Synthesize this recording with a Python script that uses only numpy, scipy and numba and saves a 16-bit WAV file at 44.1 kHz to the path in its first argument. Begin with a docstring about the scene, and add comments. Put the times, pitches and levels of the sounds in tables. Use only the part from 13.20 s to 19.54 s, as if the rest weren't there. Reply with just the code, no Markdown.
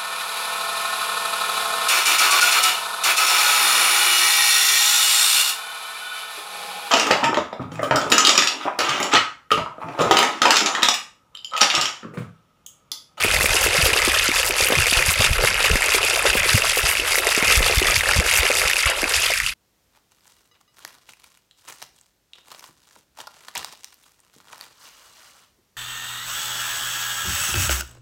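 """A small kitchen, a clip-on microphone on the shirt: a metal shaker of ice and liquid is shaken hard close by.
It goes back and forth about five times a second. Cubes, chips and spray are bursts of short damped sines and
unpitched cracks, with filtered-noise foam between them, all heard through the resonances of the hand-damped tin.
Pitched knocks and jolts mark the ends of the travel; cloth rumbles, bumps and scratches at the microphone.
The room adds a faint diffuse wash, a fast limiter holds the peaks and the extreme treble is cut."""
import sys
import numpy as np
from scipy import signal
from scipy.fft import rfft, irfft
from scipy.io import wavfile
from scipy.ndimage import uniform_filter1d, minimum_filter1d
from numba import njit

SR = 44100
rng = np.random.default_rng(int(sys.argv[2]) if len(sys.argv) > 2 else 0)


def unload_wav(signal):
    """Save mono or channel-first audio to the path in sys.argv[1] as 16-bit WAV at rate SR, clipped to [-1, 1]."""
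    wavfile.write(
        sys.argv[1],
        SR,
        np.round(np.clip(np.atleast_2d(signal).T, -1, 1) * 32767).astype(np.int16),
    )


N = 279505
TIME = np.arange(N) / SR  # seconds

# The load piling into an end of the tin, twice in each back-and-forth; levels before each part's own gain:
# [t/s, tumbling cubes level/dB, chips and spray level/dB]
STROKES = [(0.056, -18, -24.5), (0.164, -19.5, -20.5), (0.261, -20.5, -21), (0.374, -18.5, -18.5),
           (0.468, -19, -20), (0.589, -18, -20), (0.682, -18, -16.5), (0.791, -18.5, -21.5),
           (0.892, -18.5, -20.5), (0.996, -17.5, -19.5), (1.087, -19, -20), (1.207, -18.5, -19.5),
           (1.303, -25.5, -23), (1.442, -19, -17), (1.536, -19.5, -25.5), (1.629, -19, -20),
           (1.734, -21, -19), (1.808, -17.5, -20), (1.918, -19.5, -19), (2.059, -16, -18),
           (2.162, -23.5, -25.5), (2.288, -17.5, -19.5), (2.364, -26, -28), (2.471, -16, -20),
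           (2.568, -22, -23.5), (2.674, -21, -22.5), (2.77, -16.5, -18.5), (2.895, -19.5, -21.5),
           (2.981, -20, -21), (3.099, -17.5, -20.5), (3.197, -18, -24), (3.317, -17, -20.5),
           (3.388, -20.5, -19.5), (3.504, -19.5, -20.5), (3.59, -20.5, -23), (3.702, -19, -20),
           (3.797, -23.5, -24.5), (3.924, -21, -22.5), (3.981, -21.5, -20.5), (4.12, -21, -21.5),
           (4.196, -21, -21.5), (4.325, -15, -18), (4.377, -19.5, -18.5), (4.497, -18, -19.5),
           (4.597, -21.5, -21), (4.712, -17.5, -20.5), (4.782, -18.5, -19), (4.918, -18.5, -23),
           (4.988, -21, -21.5), (5.122, -20, -21), (5.187, -17.5, -18.5), (5.295, -17.5, -21.5),
           (5.409, -21, -18.5), (5.506, -19.5, -22), (5.616, -23, -21.5), (5.704, -17, -23.5),
           (5.833, -24, -26), (5.97, -20.5, -18.5), (6.053, -23, -21.5), (6.112, -19, -23),
           (6.188, -23.5, -24), (6.296, -24, -26)]


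def load():
    """Close by, in the tin: tumbling cubes, fine chips and spray, foam, and bubbles folded into the drink."""
    _, cubes_db, spray_db = np.transpose(STROKES)

    # one collision gives a ring, a tick and a dull thud
    when, size = contacts(rate=800, spread_db=4.5)
    rings = chatter(when, size, lo_hz=975, hi_hz=4205, t60=0.0081, bounce_s=.004, count=4)
    rings = unit(band(rings, 590, 5800))
    ticks = unit(band(cracks(when, size, t60=.0035), 3400, 15300))
    thuds = chatter(when, size, lo_hz=378, hi_hz=1497, t60=0.0052, bounce_s=0.00096, count=2)
    thuds = unit(band(thuds, 180, 1970))

    when, size = contacts(rate=350, spread_db=5.0)
    spray = chatter(when, size, lo_hz=4180, hi_hz=14800, t60=0.0012, bounce_s=0.0018, count=4)
    spray = unit(band(spray, 2400, 15000))

    when, size = contacts(rate=170, spread_db=5)
    bubbles = unit(chatter(when, size, lo_hz=401, hi_hz=976, t60=0.024, bounce_s=0.00398, count=2))

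    # foam rushing along the wall fills the gaps between the contacts
    foam = unit(rng.standard_normal(N))
    low_foam = undb(-6.5) * unit(band(foam, 710, 4730))
    high_foam = undb(-1.5) * unit(band(foam, 3570, 19000))

    bend = np.exp(.021 * walk(rate=10))  # about 2 % wander of the tin's resonances
    cube_surge = surge(cubes_db, lag_s=0, attack_s=0.12, release_s=.03, gain_db=-1.2)
    spray_surge = surge(spray_db, lag_s=-.006, attack_s=.08, release_s=0.0245, gain_db=-0.3)
    slosh_surge = surge(cubes_db, lag_s=-0.25, attack_s=0.073, release_s=0.0424, gain_db=-8.5)

    rattle = share(tin(rings + low_foam, bend)) * cube_surge
    rattle = rattle + share(tin(ticks + spray + high_foam, bend)) * spray_surge
    rattle = rattle + share(tin(thuds + bubbles, bend)) * slosh_surge
    return rattle * free_flight(depth_db=-2, flight_s=.014)


def surge(levels_db, lag_s, attack_s, release_s, gain_db):
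    """At each stroke the load slowly gathers speed, piles into the end of the tin and stops short."""
    power = 0
    for s, db in zip(np.transpose(STROKES)[0], levels_db):
        age = TIME - s - lag_s
        fall = np.where(age < 0, (age / attack_s) ** 2, age / release_s)
        power = power + (undb(db + gain_db) * np.exp(-fall)) ** 2
    return np.sqrt(power)


def share(x, window_s=.035):
    """Even out the energy, so a stroke shares it among few big contacts or many small ones."""
    window = int(window_s * SR)
    power = uniform_filter1d(unit(x) ** 2, window)
    return unit(x) / np.sqrt(uniform_filter1d(power, window) + 1e-3)


# Broad colour of the closed tin: [f/Hz, level/dB]
TIN_COLOUR = [(260, -20.5), (380, -7), (520, -5.5), (780, -9.5), (1150, -6), (1700, -0.6), (2100, 0.5),
              (2650, -0.5), (3300, -4), (4200, -7), (4750, -1.5), (5600, -6), (12100, -11), (12700, -25.5)]
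# Narrow resonances of its wall and air, centres before bending: [f/Hz, width/Hz, level/dB]
TIN_RINGS = [(510, 29, -13), (1329, 57, -2), (2106, 33, -2), (2532, 57, 1), (2726, 52, 0.5), (3610, 64, -3),
             (9920, 250, -1.5)]


def tin(x, bend):
    """What is inside is heard through the wall; hands keep its rings short, the moving drink bends their pitch."""
    coloured = colour(x, TIN_COLOUR)
    rings = sum(undb(db) * resonate(coloured, hz * bend, float(width)) for hz, width, db in TIN_RINGS)
    return coloured + rings


# Single cubes flying free and striking the wall, all about equally hard: [t/s]
CLACKS = [0.037, 0.164, 0.209, 0.257, 0.618, 0.664, 0.732, 0.819, 1.116, 1.23, 1.308, 1.423, 1.47, 1.553,
          1.586, 1.658, 1.667, 1.73, 1.825, 1.891, 2.042, 2.063, 2.131, 2.274, 2.343, 2.447, 2.515, 2.557,
          2.621, 2.628, 2.684, 2.72, 2.83, 2.959, 3.13, 3.232, 3.377, 3.42, 3.714, 3.752, 3.77, 3.798,
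          3.955, 3.985, 4.069, 4.148, 4.225, 4.278, 4.299, 4.354, 4.428, 4.525, 4.627, 4.808, 4.911, 4.935,
          4.999, 5.112, 5.138, 5.173, 5.187, 5.231, 5.315, 5.416, 5.475, 5.499, 5.512, 5.533, 5.567, 5.657,
          5.841, 5.942, 6.039, 6.137, 6.201, 6.263]


def clacks():
    """A hard tick of ice on steel sets off the tin's main ring, at a pitch that depends on where the cube lands."""
    s = np.ravel(CLACKS)
    place, force = rng.random((len(s), 2)).T
    hz = 1900 + 900 * place
    db = 0.6 * (4 * force - 2)  # within 1.2 dB either way
    ring = grains(s, hz, .007, undb(db + 4), .0016)
    clink = grains(s, hz * 1.08, 0.03, undb(db - 15.5), .002)  # the steel rings on faintly
    tick = cracks(s, undb(db - 13.5), t60=.004)
    return band(ring + clink, 1200, 4200) + band(tick, 700, 10000)


# The whole load landing in an end of the tin, before each part's gain and pitch ratio: [t/s, level/dB, f/Hz]
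KNOCKS = [(0.046, -10, 425), (0.138, -16, 620), (0.241, -12, 536), (0.345, -14.5, 431), (0.462, -10.5, 440),
          (0.547, -12.5, 544), (0.659, -9.5, 514), (0.689, -15.5, 410), (0.759, -14, 480),
          (0.875, -9.5, 350), (1.087, -13.5, 360), (1.3, -15.5, 412), (1.404, -11.5, 536),
          (1.502, -12, 528), (1.521, -10.5, 522), (1.723, -22, 651), (2.007, -13, 550), (2.237, -7, 562),
          (2.443, -16, 534), (2.554, -16, 544), (2.665, -20, 460), (2.746, -11, 463), (2.973, -14.5, 670),
          (3.053, -6.5, 560), (3.151, -11.5, 520), (3.377, -16, 525), (3.571, -12, 510), (3.795, -20, 358),
          (3.979, -14, 500), (4.175, -13.5, 433), (4.224, -19, 388), (4.303, -14, 522), (4.404, -15, 500),
          (4.497, -12, 500), (4.617, -11.5, 386), (4.699, -17, 640), (5.23, -14, 506), (5.301, -7.5, 546),
          (5.696, -14, 660), (5.83, -13, 334), (6.101, -13.5, 660)]
# What a knock rings with, before a slight random detune: [multiple of its pitch, t60/s, level/dB]
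KNOCK_MODES = [(1.001, 0.027, 2.7), (1.4, 0.019, -3), (2.3, 0.017, -4.5)]


def knocks():
    """Ice thumps the end of the tin and the drink slaps in after it; the air trapped there sets the pitch."""
    s, db, hz = np.transpose(KNOCKS)
    slap_s = s + .014 * (.5 + rng.random(len(s)))  # the drink follows by 7 to 21 ms
    slap_t60 = 0.033
    clunk = grains(slap_s, hz * .82, slap_t60, undb(db - 4), slap_t60 / 10)
    for ratio, t60, mode_db in KNOCK_MODES:
        detune = 1 + .02 * rng.standard_normal(len(s))
        clunk = clunk + grains(s, hz * ratio * detune, t60, undb(db + mode_db), .0015)
    # loose cubes land around the knock, the first up to 16 ms ahead of it
    tumble = chatter(s - .016, undb(db - 8.5), lo_hz=380, hi_hz=900, t60=0.02, bounce_s=.05, count=5)
    return band(clunk + tumble, 280, 5000)


def free_flight(depth_db, flight_s):
    """The rattle thins while a cube or the whole load is in the air, just before it lands."""
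    landings = np.sort(np.append(CLACKS, np.transpose(KNOCKS)[0]))
    ahead = landings[np.searchsorted(landings, TIME) % len(landings)] - TIME
    return undb(depth_db * np.exp(-(ahead / flight_s) ** 2) * (ahead > 0))


# The tin jolting against the hands, level before the band-pass: [t/s, level/dB]
JOLTS = [(0.045, -11.5), (0.24, -15.5), (0.875, -14.5), (1.087, -12), (1.502, -17), (1.521, -13),
         (1.723, -16), (2.554, -12), (3.151, -14), (4.175, -14.5), (4.224, -13), (4.404, -15), (5.83, -20)]


def jolts():
    """The tin is stopped short by the hands with a dull thump, a quick damped sine around 225 Hz."""
    s, db = np.transpose(JOLTS)
    hz = 225 * np.exp(.12 * rng.standard_normal(len(s)))
    return band(grains(s + .001, hz, 0.021, undb(db), .0008), 120, 5000)


# The shirt bumping the microphone, before each part's gain and pitch ratio: [t/s, level/dB, f/Hz]
BUMPS = [(0.298, -18.5, 43.1), (0.579, -20.5, 156), (0.625, -15, 70.0), (0.719, -24, 80),
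         (1.414, -24, 70.0), (1.566, -20, 136), (1.764, -15.5, 40.4), (1.877, -15.5, 79), (1.99, -15, 97.5),
         (2.101, -10.5, 66), (2.502, -11.5, 59.2), (2.529, -10.5, 37.7), (3.339, -8, 103), (3.631, -18, 54),
         (4.271, -23, 70), (4.367, -10.5, 48.4), (4.568, -9, 53.8), (4.765, -20.5, 80), (4.956, -15, 82),
         (4.98, -9, 67), (5.446, -24, 49.3), (5.655, -17, 58)]
# Colour of cloth rumble at the microphone: [f/Hz, level/dB]
CLOTH = [(15, -15), (30, 4), (80, -0.5), (130, -7.5), (220, -14.5), (500, -37), (2000, -77)]
# How hard the shirt drags over the microphone, before a random wander: [t/s, level/dB]
SHIRT_DRAG = [(0, 1), (1.2, -6), (2, -2), (3, -5), (4.1, -10), (4.4, 2), (5.2, -6), (5.7, -9), (6.3, -13)]


def shirt():
    """Right at the microphone, cloth drags in uneven rumbles and bumps it with low damped sines."""
    s, db, hz = np.transpose(BUMPS)
    bumps = band(grains(s + 0.0026, hz, 0.065, undb(db + 6.5), 0.0056), 20, 270)
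    fold_hz = hz * (1.6 + 1.53 * rng.random(len(s)))
    folds = band(grains(s + 0.00834, fold_hz, 0.051, undb(db - 4.5), 0.0033), 97, 560)

    when, size = contacts(rate=37, spread_db=7.5)
    drag = chatter(when, size, lo_hz=25.0, hi_hz=127, t60=0.078, bounce_s=0.019)
    drag = unit(colour(drag, CLOTH))
    rumble = unit(colour(rng.standard_normal(N), CLOTH))
    vigour_db = np.interp(TIME, *np.transpose(SHIRT_DRAG)) + 2.9 * walk(rate=13) - .7
    rubbing = undb(vigour_db) * (undb(-31.5) * drag + undb(-34.5) * rumble)
    return bumps + folds + band(rubbing, 15, 2000)


# The sleeve brushing the microphone on forward pushes, before a common gain: [t/s, level/dB]
SWISHES = [(.04, -30.5), (.245, -28), (.44, -27), (.65, -33), (.87, -36), (1.27, -27.5), (1.48, -28.5),
           (1.91, -26.5), (2.75, -36), (3.17, -31), (3.37, -33), (3.58, -29.5), (3.715, -30), (3.98, -28),
           (4.38, -32), (4.58, -32), (4.79, -35), (5.18, -28)]


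def swishes():
    """At the microphone, fibres catch and slip in a short, very bright scratch."""
    when, size = contacts(rate=280, spread_db=3)
    fibres = cracks(when, size, t60=0.0037)
    half_length_s, gain_db = 0.028, 3.5
    push = sum(undb(db + gain_db) * np.exp(-((TIME - s) / half_length_s) ** 2) for s, db in SWISHES)
    return share(band(fibres, 7200, 14000)) * push


def kitchen(x, t60, wet_db):
    """The moving shaker is answered by the room with a diffuse noise wash that follows each band's energy."""
    keep = np.exp(-np.log(1e6) / (t60 * SR))  # energy falls 60 dB in t60 seconds
    wash = 0
    for lo_hz in 375 * 2 ** np.arange(0, 5, .5):  # half-octave bands
        hi_hz = lo_hz * np.sqrt(2)
        energy = signal.lfilter([1 - keep], [1, -keep], band(x, lo_hz, hi_hz) ** 2)
        wash = wash + np.sqrt(energy) * unit(band(rng.standard_normal(N), lo_hz, hi_hz))
    return x + undb(wet_db) * wash


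def contacts(rate, spread_db):
    """Times and sizes of random collisions, rate per second: many small, few large."""
    moment, luck = rng.random((int(rate * TIME[-1]), 2)).T
    return moment * TIME[-1], undb(-spread_db * np.log(1 - .98 * luck))


def chatter(when, size, lo_hz, hi_hz, t60, bounce_s, count=3):
    """Each piece has its own pitch and touches several times in quick succession, never quite the same way."""
    pitch = np.repeat(lo_hz + (hi_hz - lo_hz) * rng.random(len(when)), count)
    pitch = pitch * np.exp(0.185 * rng.standard_normal(len(pitch)))
    lag = bounce_s * rng.random((len(pitch), 2)).mean(axis=1)
    touches = np.repeat(when, count) + lag
    return grains(touches, np.minimum(pitch, SR / 2), t60, np.repeat(size, count), t60 / 4)


@njit
def grains(times, hz, t60, size, rise_s):
    """One damped sine for each contact or bubble; it builds up while the contact lasts."""
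    out = np.zeros(N)
    for k in range(len(times)):
        start = max(int(times[k] * SR), 0)
        z = size[k] + 0j
        pole = np.exp((2j * np.pi * hz[k] - np.log(1000) / t60) / SR)
        for i in range(start, min(N, start + int(t60 * SR))):
            out[i] += z.imag * min((i - start + 1) / (rise_s * SR), 1)
            z *= pole
    return out


def cracks(when, size, t60):
    """A hard or catching contact with no pitch: a brief noise burst whose energy swells and dies away."""
    keep = np.exp(-np.log(1e6) / (t60 * SR))
    energy = np.bincount((when * SR).astype(int), size ** 2, N)[:N] + 1e-18
    energy = signal.lfilter([np.e * (1 - keep)], np.poly([keep, keep]), energy)
    return np.sqrt(np.abs(energy)) * rng.standard_normal(N)


@njit
def resonate(x, hz, width):
    """A resonance as a two-state band-pass whose centre moves every sample."""
    out, band_state, low_state = np.empty(len(x)), 0., 0.
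    for i in range(len(x)):
        g = np.tan(np.pi * hz[i] / SR)
        damping = width / hz[i]
        v = (band_state + g * (x[i] - low_state)) / (1 + g * (g + damping))
        band_state = 2 * v - band_state
        low_state = low_state + 2 * g * v
        out[i] = damping * v
    return out


def colour(x, points, size=4096):
    """Causal (minimum-phase) filter through (Hz, dB) points, by folding the cepstrum."""
    hz, db = np.transpose(points)
    bins_hz = np.arange(size // 2 + 1) * SR / size
    log_gain = np.log(undb(np.interp(np.log(bins_hz + 1), np.log(hz), db)))
    cepstrum = irfft(log_gain)
    cepstrum[1:size // 2] *= 2
    cepstrum[size // 2 + 1:] = 0
    impulse = irfft(np.exp(rfft(cepstrum, size)))
    return signal.fftconvolve(x, impulse)[:len(x)]


def band(x, lo_hz, hi_hz, order=2):
    """Causal band-pass."""
    sos = signal.butter(order, [lo_hz, min(hi_hz, .49 * SR)], "band", fs=SR, output="sos")
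    return signal.sosfilt(sos, x + 1e-18)


def walk(rate):
    """Smooth random wander of rms 1, with rate knots per second."""
    knots = np.arange(0, TIME[-1] + 1, 1 / rate)
    return unit(np.interp(TIME, knots, rng.standard_normal(len(knots))))


def undb(db):
    """Decibels to gain."""
    return 10 ** (np.asarray(db) / 20)


def unit(x):
    """Scale to rms 1."""
    return x / np.sqrt(np.mean(x ** 2))


def scene():
    """The shaker close by in its room, and the shirt right at the microphone."""
    shaker = load() + clacks() + knocks() + jolts()
    in_room = kitchen(shaker, t60=.2, wet_db=-17)
    return (in_room + shirt() + swishes())[None]


def record(dry, ceiling_db=-3, hold_s=0.0017):
    """At the microphone's output a fast limiter holds the peaks, and the top is cut above 15850 Hz."""
    hold = int(hold_s * SR)
    gain = 1 / np.maximum(np.abs(dry) / undb(ceiling_db), 1)
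    gain = uniform_filter1d(minimum_filter1d(gain, hold), hold)
    top_cut = signal.ellip(10, .2, 80, 15850, fs=SR, output="sos")
    return signal.sosfilt(top_cut, dry * gain)


dry = scene()
out = record(dry)
unload_wav(out)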